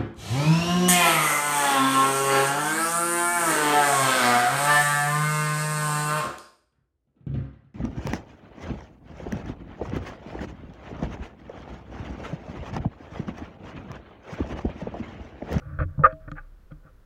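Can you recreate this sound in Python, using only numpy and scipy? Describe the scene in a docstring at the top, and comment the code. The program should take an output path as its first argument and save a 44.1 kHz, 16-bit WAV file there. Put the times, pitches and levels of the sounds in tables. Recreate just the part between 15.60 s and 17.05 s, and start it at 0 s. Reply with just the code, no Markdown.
"""First comes a dull wash of calm sea with faint hiss, a soft scrape already under way; then thuds begin.
Place: aboard a kayak, a camera swung round on its pole. The microphone is sealed in a plastic housing,
so nearly all comes through the mount. Shaped noise makes the sea and hiss; a wavering tone, the sway.
Random catches make the scrapes; struck decaying modes make the thuds, knocks and creak; rapid slips
make the judder, and bursts of bright noise the ticks."""
import sys
import numpy as np
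from scipy import signal
from scipy.fft import rfft, irfft, next_fast_len
from scipy.io import wavfile
from scipy.ndimage import uniform_filter1d

SR = 44100
rng = np.random.default_rng(int(sys.argv[2]) if len(sys.argv) > 2 else 0)


def inscribe(sig):
    """Save sig as 16-bit PCM at rate SR to the path in sys.argv[1].

    A 1-D sig is mono; a 2-D sig holds one channel per row.
    Samples are clipped to [-1, 1] before scaling.
    """
    pcm = np.round(np.clip(np.atleast_2d(sig).T, -1, 1) * 32767)
    wavfile.write(sys.argv[1], SR, pcm.astype(np.int16))


N = 63945
T = np.arange(N) / SR
RING_TOP_HZ = 3140       # sliding contacts excite little ring above this
THUD_CONTACT_HZ = 417    # low-pass on the ring of the pole


def from_db(db):
    """Decibels to gain."""
    return 10 ** (np.asarray(db) / 20)


def rms_one(x):
    """Scale to unit power."""
    return x / np.sqrt(np.mean(x ** 2) + 1e-20)


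def low_pass(x, hz, order=2):
    """Dull a sound above the given frequency."""
    return signal.sosfilt(signal.butter(order, hz, fs=SR, output="sos"), x + 1e-18)


def band_pass(x, edges_hz):
    """Keep the range between two frequencies."""
    return signal.sosfilt(signal.butter(3, edges_hz, "band", fs=SR, output="sos"), x + 1e-18)


def colour(x, spectrum):
    """Give a noise the listed spectrum, at unit power."""
    hz, db = np.transpose(spectrum)
    size = next_fast_len(N + SR // 20, real=True)
    bins_hz = np.maximum(np.arange(size // 2 + 1) * SR / size, 1)
    # levels run straight between the listed points on a log frequency axis
    gain = from_db(np.interp(np.log(bins_hz), np.log(hz), db))
    return rms_one(irfft(rfft(x, size) * gain, size)[:N])


def dying(s, t60):
    """Envelope that starts at s and loses 60 dB in t60."""
    return (T >= s) * np.exp(-np.log(1000) * np.maximum(T - s, 0) / t60)


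def ring(modes, s):
    """Modes struck at time s, in alternating directions, each dying at its own rate."""
    out = np.zeros(N)
    start = int(np.ceil(s * SR))
    for k, (hz, db, t60) in enumerate(modes):
        span = slice(start, start + int(2 * t60 * SR))
        age = T[span] - s
        decay = np.exp(-np.log(1000) * age / t60)
        out[span] += (-1) ** k * from_db(db) * decay * np.sin(2 * np.pi * hz * age)
    return out


def steady(x):
    """Unit power, with the slow swings evened out over 0.09 s as under a steady hand."""
    power = uniform_filter1d(x ** 2, int(0.09 * SR))
    return x / np.sqrt(np.abs(power) + 1e-20)


# Muffled sea and hiss inside the housing: f/Hz, relative level per Hz/dB
SEA_SPECTRUM = [(20, -4), (60, 1.5), (120, -11.5), (250, -19), (550, -23.5), (850, -30.5), (1400, -26.5),
                (2200, -37.5), (4000, -42.5), (7000, -47), (8000, -48.5), (15500, -47)]


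def sea():
    """Steady noise, heavy in the lows: what the sealed housing leaves of the sea, plus hiss."""
    return from_db(-54.5) * colour(rng.standard_normal(N), SEA_SPECTRUM)


# Slow rise and fall of the pole's sway: t/s, level/dB
SWAY_LEVELS = [(0, -53.5), (.12, -76.5), (.2, -35), (0.269, -44.5), (0.341, -44.5), (.49, -39), (.59, -50),
               (.69, -39.5), (.84, -39), (0.918, -45.5), (1.078, -49.5), (1.14, -44.5), (1.25, -53.5),
               (1.45, -55.5)]
SWAY_HZ, SWAY_WANDER = 33, 0.13   # mean pitch; rms wander as a share of it


def sway():
    """The weight of the camera wobbles at the end of the pole, a low tone of wandering pitch."""
    s, db = np.transpose(SWAY_LEVELS)
    wander = rms_one(low_pass(rng.standard_normal(N), 10))
    phase = 2 * np.pi * np.cumsum(SWAY_HZ * (1 + SWAY_WANDER * wander)) / SR
    return from_db(np.interp(T, s, db)) * np.sin(phase)


# Ringing modes of the plastic housing: f/Hz, level/dB, t60/s
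HOUSING_MODES = [(524.9, -9.5, 0.13), (538.6, -15, 0.12), (636.8, -24.5, .42), (850, -18.5, 0.021),
                 (1002.6, -26.5, .055), (1167, -6, 0.029), (1222.5, 3, 0.039), (1322, -6.5, 0.028),
                 (1333, -11, 0.013), (1467, -5.5, 0.036), (1646, -13.5, 0.052), (1822, -11.5, .045),
                 (2083, -38.5, 0.14), (2455, -28.5, 0.013)]


def housing_ring(s):
    """The housing struck at time s."""
    return ring(HOUSING_MODES, s)


# Dense modes of the plastic under that ring: f/Hz, relative level per Hz/dB
PLASTIC_SPECTRUM = [(200, -29), (420, -20.5), (530, -2), (750, -21), (860, -1), (1050, -4), (1170, 10.5),
                    (1700, 1), (1880, -10.5), (2020, -11.5), (2600, -15), (2880, -33), (3250, -24.5),
                    (3700, -38.5), (4300, -33.5), (4800, -46), (7000, -48), (7800, -80)]


def crackle(s):
    """Short noise burst from the dense modes of the plastic, gone in milliseconds."""
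    return colour(rng.standard_normal(N), PLASTIC_SPECTRUM) * dying(s, 0.0083)


# Bending modes of the pole: f/Hz, t60/s, level when rubbed/dB
POLE_MODES = [(86.8, 0.18, 2), (149.9, .16, 1), (297.9, .19, -16)]


def pole_ring(s, levels_db):
    """The pole set bending at time s, with a level for each mode."""
    return ring([(hz, db, t60) for (hz, t60, _), db in zip(POLE_MODES, levels_db)], s)


# Strokes of the joint and the glove: t/s, rise/s, hold/s, release/s, level/dB, cut-off f/Hz,
# hollow body level/dB, low rumble level/dB
RUB_STROKES = [(-.03, 0.018, 0.079, 0.0078, -55, 4300, -2, 7),
               (0.049, 0.016, .11, 0.042, -53, 3460, -5.5, 15),
               (0.186, 0.0039, 0.033, 0.037, -32.5, 5360, -2, 5),
               (0.267, 0.015, 0.083, 0.013, -63, 2630, -1, 17.5),
               (0.388, 0.0045, 0.034, 0.018, -54.5, 1350, 14.5, 20),
               (0.433, 0.0054, 0.019, 0.035, -18.5, 3300, -4.5, -29),
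               (.478, 0.0054, 0.0325, .04, -45.5, 3520, -9, -15),
               (.600, .008, 0.084, .03, -63, 3520, -5.5, 11),
               (0.673, 0.0062, .008, 0.013, -45, 3000, -2.5, 10),
               (0.754, 0.011, 0.023, 0.058, -52, 3630, -10, -8),
               (0.782, .005, .02, 0.13, -60, 3410, -5.5, 3.5),
               (1.102, .012, .006, 0.033, -53, 5100, 0.5, 4.5),
               (1.218, 0.04, 0.012, 0.078, -57.5, 3500, -0.5, -7)]
GRAINS_PER_S, GRAIN_SPREAD_DB = 850, 1             # mean rate of catches; spread of their strength
RUB_RING_DB, POLE_RING_DB = -7, 2.5                # housing ring in the grind; pole ring in the rumble
BODY_HZ, RUMBLE_HZ = (481, 773), (55.3, 130)       # hollow range of the housing; range of the rumble


def rubs():
    """Friction is a dense run of tiny catches that ring the housing and rumble in the pole."""
    out = np.zeros(N)
    housing = low_pass(housing_ring(0), RING_TOP_HZ, order=4)
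    pole = low_pass(pole_ring(0, [db for _, _, db in POLE_MODES]), THUD_CONTACT_HZ)
    for s, rise, hold, release, db, hz, body_db, rumble_db in RUB_STROKES:
        strength = from_db(GRAIN_SPREAD_DB * rng.standard_normal(N))
        grains = (rng.random(N) < GRAINS_PER_S / SR) * rng.choice([-1, 1], N) * strength
        rung_housing = rms_one(signal.fftconvolve(grains, housing)[:N])
        grind = colour(grains, PLASTIC_SPECTRUM) + from_db(RUB_RING_DB) * rung_housing
        rung_pole = rms_one(signal.fftconvolve(grains, pole)[:N])
        rumble = rms_one(band_pass(grains, RUMBLE_HZ)) + from_db(POLE_RING_DB) * rung_pole
        corners = s + np.cumsum([0, rise, hold, release])
        stroke = np.interp(T, corners, [0, 1, 1, 0]) ** 2
        sound = steady(low_pass(grind, hz, order=3))
        sound += from_db(body_db) * steady(band_pass(grind, BODY_HZ))
        sound += from_db(rumble_db) * steady(rumble)
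        out += from_db(db) * stroke * sound
    return out


# Ringing modes of the joint: f/Hz, level/dB, t60/s
JOINT_MODES = [(846, -11.5, 0.058), (1187, -12.5, 0.086), (1476, -2, 0.066), (1580, -2.5, 0.031),
               (1663, 0, 0.022), (2290, -12.5, 0.015), (2550, -24, 0.069)]
# Run of slips in the joint: t/s, level/dB
CREAK_SLIPS = [(0.754, -49), (0.7614, -53), (0.767, -41.5), (.7728, -39), (0.7805, -32), (.783, -38.5),
               (0.7904, -39.5), (0.793, -58.5)]
SLIP_GRIT_DB = -8.5   # crackle under each slip


def creak():
    """The joint sticks and slips, each slip ringing it; the run swells and eases off."""
    out = np.zeros(N)
    for s, db in CREAK_SLIPS:
        out += from_db(db) * (ring(JOINT_MODES, s) + from_db(SLIP_GRIT_DB) * crackle(s))
    return low_pass(out, RING_TOP_HZ, order=4)


# Colour of the catch: f/Hz, relative level per Hz/dB
CATCH_SPECTRUM = [(1500, -10), (2550, 4), (2900, -18), (3270, 9.5), (3650, -20.5), (4050, -4.5),
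                  (4500, 0.5), (4900, -26), (5500, -5), (6000, -15), (6400, -7), (7300, -10), (8000, -45)]
# Sharp ticks of the catch: t/s, peak level/dB, t60/s, cut-off f/Hz
CATCH_TICKS = [(0.5243, -51, 0.014, 4450), (0.7159, -41, 0.017, 9170), (1.1201, -58.5, 0.0165, 4000)]


def ticks():
    """The catch snaps over with dry, bright clicks, each a dying burst of coloured noise."""
    out = np.zeros(N)
    for s, db, t60, hz in CATCH_TICKS:
        burst = rng.standard_normal(N) * dying(s, t60)
        snap = low_pass(colour(burst, CATCH_SPECTRUM), hz, order=8)
        out += from_db(db) * snap / np.abs(snap).max()
    return out


# Thuds along the pole: t/s, low mode level/dB, middle mode level/dB, upper mode level/dB
POLE_THUDS = [(0.077, -42.5, -56.5, -58.5), (.127, -37.5, -32, -63), (.190, -19, -34.5, -37.5),
              (0.2096, -15.5, -25, -33), (.255, -25, -40, -37), (0.3783, -24, -22.5, -45.5),
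              (0.3929, -35.5, -15, -39), (0.442, -25.5, -41.5, -36.5), (.526, -39, -36, -42),
              (0.679, -63, -49, -41), (0.7168, -39, -30, -36), (1.118, -50, -33.5, -45),
              (1.249, -51, -45.5, -57.5)]


def thuds():
    """Jolts set the pole bending, each with its own mix of modes."""
    bends = sum(pole_ring(s, levels_db) for s, *levels_db in POLE_THUDS)
    return low_pass(bends, THUD_CONTACT_HZ)


# Knocks on the housing: t/s, level/dB, contact softness as cut-off f/Hz, crackle level/dB
HOUSING_KNOCKS = [(0.376, -43, 962, 19), (.3925, -35, 833, 21.5), (0.4358, -12, 2400, -10),
                  (.4404, -14.5, 2950, -13.5), (.4525, -20.5, 3020, -12), (0.4561, -17.5, 3086, -13),
                  (0.4623, -17, 2955, -9.5), (.526, -42, 5000, 12.5), (0.682, -45, 3000, 15.5),
                  (0.7162, -35.5, 5000, 18.5), (1.119, -49, 5930, 13), (1.275, -52.5, 2200, 8)]
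PLASTIC_DB = -14   # added to every crackle level


def knocks():
    """Each contact rings the housing and crackles the plastic; soft contacts are duller."""
    out = np.zeros(N)
    for s, db, hz, crackle_db in HOUSING_KNOCKS:
        blow = housing_ring(s) + from_db(PLASTIC_DB + crackle_db) * crackle(s)
        out += from_db(db) * low_pass(blow, hz, order=4)
    return out


# The clamp gives, slipping in step with a housing mode: t/s, length/s, slip rate f/Hz, rms level/dB
CLAMP_JUDDERS = [(.4378, .011, 1198, -8), (.453, 0.016, 1440, -19)]
JUDDER_JITTER, JUDDER_ROUGH_DB = 0.021, 3   # timing scatter as share of a period; spread of the slips
JUDDER_RING_S = 0.05                        # t60 of the clamp's damping, on top of the housing's own


def judder():
    """Rapid slips pump one mode of the housing into a short, hard squawk."""
    out = np.zeros(N)
    housing = low_pass(housing_ring(0) * dying(0, JUDDER_RING_S), RING_TOP_HZ, order=4)
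    for s, length, hz, db in CLAMP_JUDDERS:
        chance = rng.standard_normal((64, 2))
        times = s + np.cumsum(1 + JUDDER_JITTER * chance[:, 0]) / hz
        strength = from_db(JUDDER_ROUGH_DB * chance[:, 1])
        slips = np.zeros(N)
        slips[(times * SR).astype(int)] = (times < s + length) * strength
        squawk = rms_one(signal.fftconvolve(slips, housing)[:N])
        # the rms level counts the squawk's whole energy over the judder's length
        out += from_db(db) * squawk * np.sqrt(length * SR / N)
    return out


def scene():
    """The handled mount over the muffled sea."""
    # the sealed housing passes little of the blows above 4300 Hz
    blows = low_pass(knocks() + judder(), 4300, order=12)
    return (sea() + sway() + rubs() + creak() + ticks() + thuds() + blows)[None]


def record(dry):
    """The top is cut steeply above 15.8 kHz."""
    return signal.sosfilt(signal.ellip(12, 0.1, 80, 15800, fs=SR, output="sos"), dry)


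dry = scene()
out = record(dry)
inscribe(out)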